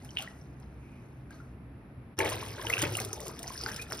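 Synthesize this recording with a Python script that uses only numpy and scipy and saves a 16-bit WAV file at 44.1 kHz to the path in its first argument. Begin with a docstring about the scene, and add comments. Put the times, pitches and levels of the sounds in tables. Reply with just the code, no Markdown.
"""Bathing a cat

A cat wades in a part-filled tub in a small tiled bathroom: a paw splashes and drips fall over a low
rumble. The level dips briefly, the water sloshes and rings the tub, and a jug is emptied over the cat.
Heard from the rim, the run-off gurgles, spatters and plops: trapped air bubbles ring like tiny bells,
and drops crack as they hit the water."""
import sys
import numpy as np
from scipy import signal
from scipy.fft import rfft, irfft
from scipy.io import wavfile
from scipy.ndimage import uniform_filter1d

SR = 44100
rng = np.random.default_rng(int(sys.argv[2]) if len(sys.argv) > 2 else 0)


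def to_wav(sig):
    """Store sig (one row per channel, or 1-D mono) as 16-bit WAV at the path in sys.argv[1].

    Samples outside -1..1 are clipped; the rate is SR.
    """
    pcm = np.clip(np.atleast_2d(sig), -1, 1) * 32767
    pcm = np.round(pcm).astype(np.int16)
    wavfile.write(sys.argv[1], SR, pcm.T)  # frames by channels


N = 176400
TIME = np.arange(N) / SR
SIDES = np.array([[1], [-1]])  # plus on the left, minus on the right
TOP_HZ = 16200


def undb(db):
    """Turn decibels into a gain."""
    return 10 ** (np.asarray(db) / 20)


def unit(x):
    """Scale a sound to an average (rms) level of 1."""
    return x / np.sqrt(np.mean(x ** 2) + 1e-20)


def curve(table, column=1):
    """Join a table's levels into a gain that changes over time."""
    table = np.array(table)
    return undb(np.interp(TIME, table[:, 0], table[:, column]))


def over_hz(points):
    """Join (frequency, value) points into a curve over all frequencies."""
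    hz, value = np.array(points).T
    every_hz = np.arange(N + 1) * SR / (2 * N)
    return np.interp(np.log(every_hz + 1), np.log(hz), value)


def shape(x, response):
    """Give each frequency its own gain and phase."""
    return irfft(rfft(x, 2 * N) * response)[..., :N]


def colour(x, points):
    """Change the tone to follow (f/Hz, level/dB) points."""
    cepstrum = irfft(np.log(undb(over_hz(points))))
    cepstrum[1:N] *= 2
    cepstrum[N + 1:] = 0  # so the filter never rings ahead of the sound
    return shape(x, np.exp(rfft(cepstrum)))


def band(x, lo_hz, hi_hz, order=2):
    """Keep what lies between two frequencies."""
    edges = [lo_hz, min(hi_hz, SR / 2 - 100)]
    return signal.sosfilt(signal.butter(order, edges, "band", fs=SR, output="sos"), x)


def noise_band(lo_hz, hi_hz):
    """Noise between two frequencies, at level 1."""
    return unit(band(rng.standard_normal(N), lo_hz, hi_hz))


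def add(out, start_s, sound):
    """Mix a sound in at a given time."""
    i = max(int(start_s * SR), 0)
    out[..., i:i + sound.shape[-1]] += sound[..., :max(N - i, 0)]


# The tone of the room's rumble: f/Hz, level/dB
RUMBLE_TONE = [(25, -31.5), (58, -1.5), (92, -3.5), (123, -0.5), (190, -7), (263, -6.5), (480, -19),
               (2500, -33.5), (3000, -42), (5600, -55), (7300, -83), (10400, -43.5), (16000, -73)]
def rumble():
    """A low rumble like ventilation, with a weak, unsteady hum; the bass is alike in both ears."""
    middle, side = rng.standard_normal((2, N))
    width = .87 * band(side, 1050, 7300, order=1) * SIDES
    air = unit(colour(middle + width, RUMBLE_TONE))
    hum = sum(noise_band(hz - 4, hz + 4) for hz in (65.6, 128.2))
    return undb(-48.5) * air + undb(-56) * hum


def bathroom(x, width=.6):
    """Add the many quick echoes from tub and tiles; the treble dies away first."""
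    age = np.arange(SR * 3 // 4) / SR
    middle, side = rng.standard_normal((2, len(age)))
    side = width * band(side, 377, TOP_HZ) * SIDES
    bounces = (middle + side) / np.hypot(1, width) * (age > .002)
    echo = 0
    for lo_hz, hi_hz, fade_s, db in [(59, 1800, .34, -3), (3150, SR / 2, .084, -4.5)]:
        fade = undb(-60 * age / fade_s)
        echo += undb(db) * band(bounces, lo_hz, hi_hz) * fade / np.sqrt(np.sum(fade ** 2))
    return x + signal.fftconvolve(x, echo, axes=1)[:, :N]


def bubble(hz, cycles, glide=.11, onset_cycles=.97):
    """Trapped air rings, fading 40 dB over its cycles and rising in pitch as it nears the surface."""
    age_cycles = np.arange(int(cycles / hz * SR) + 2) * hz / SR
    life = age_cycles / cycles
    tone = np.sin(2 * np.pi * age_cycles * (1 + glide * life / 2))
    onset = 1 - np.exp(-age_cycles / onset_cycles)
    return tone * onset * undb(-40 * life)


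def swarm(range_hz, per_s, cycles, spread_db, pan_db=3):
    """Many bubbles of random time, pitch, loudness and place, held near level 1."""
    out = np.zeros((2, N))
    lo_hz, hi_hz = range_hz
    dice = np.random.default_rng(rng.integers(2 ** 31))
    for when, pitch, size, length, place in dice.random((int(per_s * N / SR), 5)):
        hz = min(lo_hz * (hi_hz / lo_hz) ** pitch, SR / np.e)
        db = spread_db * min(-np.log(1 - size), 4)
        pan = pan_db * (2 * place - 1) * SIDES
        add(out, when * N / SR, undb(db + pan) * bubble(hz, cycles * (.5 + length)))
    power = uniform_filter1d(np.mean(out ** 2, axis=0), SR // 5)
    return out / np.sqrt(power + 1e-9)


# Paws breaking the surface: t/s, level/dB, fade/s, lowest f/Hz, highest f/Hz
PAW_SPLASHES = [(0.164, -33.5, 0.017, 2500, 3370), (.603, -59.5, 0.019, 690, 5540),
                (1.302, -57, 0.021, 1190, 6050)]
def paws():
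    """Each paw stirs up a short burst of small bubbles."""
    out = 0
    for start_s, db, fade_s, lo_hz, hi_hz in PAW_SPLASHES:
        progress = np.maximum(TIME - start_s, 0) / fade_s
        burst = 2 * progress * np.exp(-progress)
        out += undb(db) * burst * swarm((lo_hz, hi_hz), per_s=750, cycles=18, spread_db=-3.5)
    return out


# How much the cat's legs stir the water: t/s, level/dB
STIRRING = [(0, -62), (.15, -59.5), (.21, -49), (.33, -64), (.58, -74.5), (.75, -74), (.99, -71),
            (1.28, -79), (1.34, -63), (1.6, -83.5)]
def wading(swish_at_s=.915, swish_width_s=.13):
    """Water laps, trickles and swishes faintly round the legs."""
    swell = np.exp(-((TIME - swish_at_s) / swish_width_s) ** 2)
    swish = undb(-66) * swell * noise_band(2150, 2640)
    lapping = swarm((580, 2900), per_s=500, cycles=18, spread_db=2)
    trickle = swarm((3400, 13000), per_s=2200, cycles=6.6, spread_db=-3.5)
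    return swish + curve(STIRRING) * (lapping + undb(-5.5) * trickle)


# The natural notes of tub and room: f/Hz, level/dB, time to fade by 60 dB/s
TUB_NOTES = [(108, -4, .8), (307, -10, .4), (340, -1, .3), (383, 2, .3), (483, -6, .45), (553, -8, .55),
             (872, 0, .28), (902, -1, .35), (1068, -7, .3)]
def tub_ring(age, rise_s=.011):
    """The struck tub rings; notes above 377 Hz reach the two ears a little out of step."""
    out = 0
    for hz, db, fade_s in TUB_NOTES:
        level = undb(db - 60 * age / fade_s) * np.minimum(age / rise_s, 1)
        apart_rad = .6 * (hz > 377) * rng.random() * SIDES
        out += level * np.sin(2 * np.pi * (hz * age + rng.random()) + apart_rad)
    return out


# Masses of water plunging in: t/s, level/dB, rise/s, fade/s, ring offset/dB, thud offset/dB
PLUNGES = [(2.185, -35, 0.062, 0.14, 3.5, -16), (2.814, -31.5, 0.016, 0.033, -11.5, -1.5),
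           (3.71, -47, 0.0042, 0.0072, -15, 4.5)]
# The tone of the churning water: f/Hz, level/dB
CHURN_TONE = [(60, 14.5), (100, 8.5), (200, -13.5), (320, 1.5), (550, 1.5), (1000, -13), (2200, 2.5),
              (4500, -4.5), (16000, -38)]
def sloshes(thud_fade_s=.08):
    """Each plunge churns up bubbles, thuds on the tub and rings it; returns water and tub apart."""
    churn, thud, ring = 0, 0, 0
    for start_s, db, rise_s, fade_s, ring_db, thud_db in PLUNGES:
        age = np.maximum(TIME - start_s, 0)
        rise = np.minimum(age / rise_s, 1)
        churn += undb(db) * rise * np.exp(-np.maximum(age - rise_s, 0) / fade_s)
        thud += undb(db + thud_db) * rise * np.exp(-age / thud_fade_s)
        ring += undb(db + ring_db) * tub_ring(age)
    cloud = swarm((90, 7000), per_s=1500, cycles=8.3, spread_db=1.5)
    bright_cloud = colour(cloud, [(90, -9), (7000, 16.5)])
    water = churn * unit(colour(bright_cloud, CHURN_TONE))
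    tub = undb(3) * ring + thud * noise_band(93, 149)
    return water, tub


# Drops hitting the water, from full slaps to fine ticks: t/s, level/dB, lowest f/Hz
DROP_HITS = [(0.048, -35, 3580), (0.188, -30, 1500), (0.223, -25.5, 1000), (0.6, -47, 5000),
             (1.307, -43, 1200), (2.189, -15.5, 850), (2.248, -24, 3000), (2.292, -21.5, 2500),
             (2.299, -18, 6000), (2.666, -29, 1210), (2.699, -19, 3000), (2.818, -14, 1500),
             (2.823, -13, 5000), (2.829, -31, 1500), (2.97, -14.5, 5830), (3.001, -17, 1490),
             (3.049, -19, 3570), (3.13, -21, 4460), (3.204, -24.5, 2980), (3.281, -23.5, 5500),
             (3.392, -25, 4050), (3.43, -23.5, 1500), (3.763, -24, 4000), (3.825, -30, 4530),
             (3.922, -22, 1100)]
def smacks(fade_s=.002, top_hz=11200):
    """Each drop strikes the surface with a short crack of noise."""
    out, age = np.zeros(N), np.arange(SR // 50) / SR
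    for start_s, db, lo_hz in DROP_HITS:
        crack = rng.standard_normal(len(age)) * np.exp(-age / fade_s)
        add(out, start_s, undb(db) * .5 * band(crack, lo_hz, top_hz, order=1))
    return out


# Single bubbles, from deep gulps to tiny plinks: t/s, f/Hz, level/dB, ring length/cycles
SINGLE_BUBBLES = [(0.091, 3020, -43, 44), (.107, 5440, -39, 10), (0.171, 2800, -18, 12),
                  (0.186, 2860, -34, 56), (0.275, 1876, -35, 35), (0.414, 5500, -54, 59),
                  (1.307, 1573, -47, 61), (1.401, 1376, -44.5, 38), (2.206, 1690, -25, 44),
                  (2.259, 2170, -24.5, 12), (2.321, 1017, -32, 37), (2.427, 1063, -32, 15),
                  (2.595, 1010, -35.5, 30), (2.649, 886, -31.5, 19), (2.669, 2880, -20, 13),
                  (2.701, 2034, -19.5, 25), (2.728, 2540, -23, 46), (2.737, 2620, -13.5, 26),
                  (2.825, 262, -32, 6.9), (2.828, 576, -32, 57), (2.852, 2470, -21, 9),
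                  (2.952, 2780, -22.5, 30), (3.130, 5860, -28, 18), (3.504, 1015, -33.5, 18),
                  (3.578, 5280, -34, 37), (3.637, 4810, -25.5, 36), (3.662, 4700, -25.5, 29),
                  (3.662, 1436, -24, 13), (3.762, 5260, -34, 28), (3.795, 2420, -34, 200),
                  (3.922, 1410, -22, 2.2)]
def plops():
    """Bubbles that ring out one by one."""
    out = np.zeros(N)
    for start_s, hz, db, cycles in SINGLE_BUBBLES:
        ring = bubble(hz, cycles)
        add(out, start_s, undb(db) * ring / np.abs(ring).max())
    return out


# How hard the stream drums on the tub: t/s, level/dB
DRUM_LEVELS = [(2.25, -38), (2.6, -50.5), (2.84, -34), (3.05, -45.5), (3.3, -69)]
def drumming():
    """The falling stream keeps the tub's lowest note booming."""
    return noise_band(98.3, 111.6) * curve(DRUM_LEVELS)


# How loudly the tiny bubbles ping: t/s, level/dB
PING_LEVELS = [(3.35, -55.5), (3.63, -43), (3.85, -63), (3.94, -43.5)]
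def pings():
    """As the stream thins, it traps tiny, high-pitched bubbles."""
    return swarm((4530, 5670), per_s=200, cycles=21, spread_db=5.5) * curve(PING_LEVELS)


def spatter(clump_s=.012, clump_db=4):
    """The stream breaks into clumps of fine drops, so their level jumps at random."""
    tiniest = swarm((8540, 12360), per_s=110, cycles=7, spread_db=4)
    spray = swarm((2315, 17200), per_s=3600, cycles=4.9, spread_db=2.5)
    hold = int(clump_s * SR)
    jumps = np.repeat(rng.standard_normal(N // hold + 1), hold)
    clumps = unit(undb(clump_db * uniform_filter1d(jumps, hold // 2)[:N]))
    return (spray + undb(-7) * tiniest) * clumps


# Water running off the cat: t/s, gurgle level/dB, fizz level/dB, spatter level/dB
RUN_OFF = [(2.17, -58, -55, -59), (2.2, -33.5, -27.5, -43), (2.33, -41.5, -58, -42.5),
           (2.54, -50, -52, -52), (2.64, -40.5, -42.5, -47), (2.75, -41, -37, -41),
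           (2.84, -36.5, -33.5, -40.5), (2.91, -42.5, -53, -43), (2.98, -38.5, -41.5, -43.5),
           (3.1, -46, -55, -52), (3.28, -41.5, -54.5, -51.5), (3.37, -54, -52.5, -56.5),
           (3.44, -43, -51, -53.5), (3.57, -57.5, -52.5, -46.5), (3.68, -41.5, -42.5, -45.5),
           (3.87, -59, -49.5, -55.5), (3.93, -39.5, -51, -47.5), (4.0, -59, -45, -47.5)]
def pour():
    """The run-off hits the bath: big bubbles gurgle, small ones fizz, drops spatter, the tub drums."""
    gurgle = swarm((310.5, 1378), per_s=340, cycles=17.4, spread_db=2) * curve(RUN_OFF, 1)
    fizz = swarm((1263, 3744), per_s=600, cycles=11.7, spread_db=6) * curve(RUN_OFF, 2)
    stream = gurgle + fizz + pings() + spatter() * curve(RUN_OFF, 3) + drumming()
    pouring = TIME > RUN_OFF[0][0]
    return undb(-3.5) * pouring * stream


# The microphone's tone: f/Hz, level/dB
MIC_TONE = [(5000, 3.5), (6300, 10), (7600, -1), (8600, 6.5), (12200, 7.5), (15000, 6), (16000, -14)]
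# How far its left side runs ahead of its right: f/Hz, phase/rad
LEFT_LEAD = [(100, 0), (2000, .2), (2700, 2), (3900, 1.4), (5000, .4), (6800, 3), (9900, 6), (16500, 13)]
# How much louder its left side is: f/Hz, level/dB
LEFT_BOOST = [(170, 0), (400, 3), (1300, 3.5), (2300, -.5), (5000, 0)]
def microphone(x):
    """A microphone with two close openings brightens the sound and hears each side differently."""
    bright = band(colour(x, MIC_TONE), 80, 20000, order=4)
    balance = undb(SIDES / 2 * over_hz(LEFT_BOOST))
    timing = np.exp(1j * SIDES / 2 * over_hz(LEFT_LEAD))
    return shape(bright, balance * timing)


def scene():
    """The water with its echoes and the ringing tub, heard close up over the rumble."""
    churn, tub = sloshes()
    water = paws() + wading() + pour() + churn + plops() + smacks()
    return undb(-4) * microphone(bathroom(water) + tub) + rumble()


def record(dry):
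    """The level dips briefly just before the first slosh, and the highest treble is cut off."""
    from_s, to_s, dip_db = 2.148, 2.176, -9
    dip = uniform_filter1d(1. * ((TIME > from_s) & (TIME < to_s)), SR // 60)
    treble_cut = signal.ellip(8, .2, 70, TOP_HZ, fs=SR, output="sos")
    return signal.sosfilt(treble_cut, dry * undb(dip_db * dip))


dry = scene()
out = record(dry)
to_wav(out)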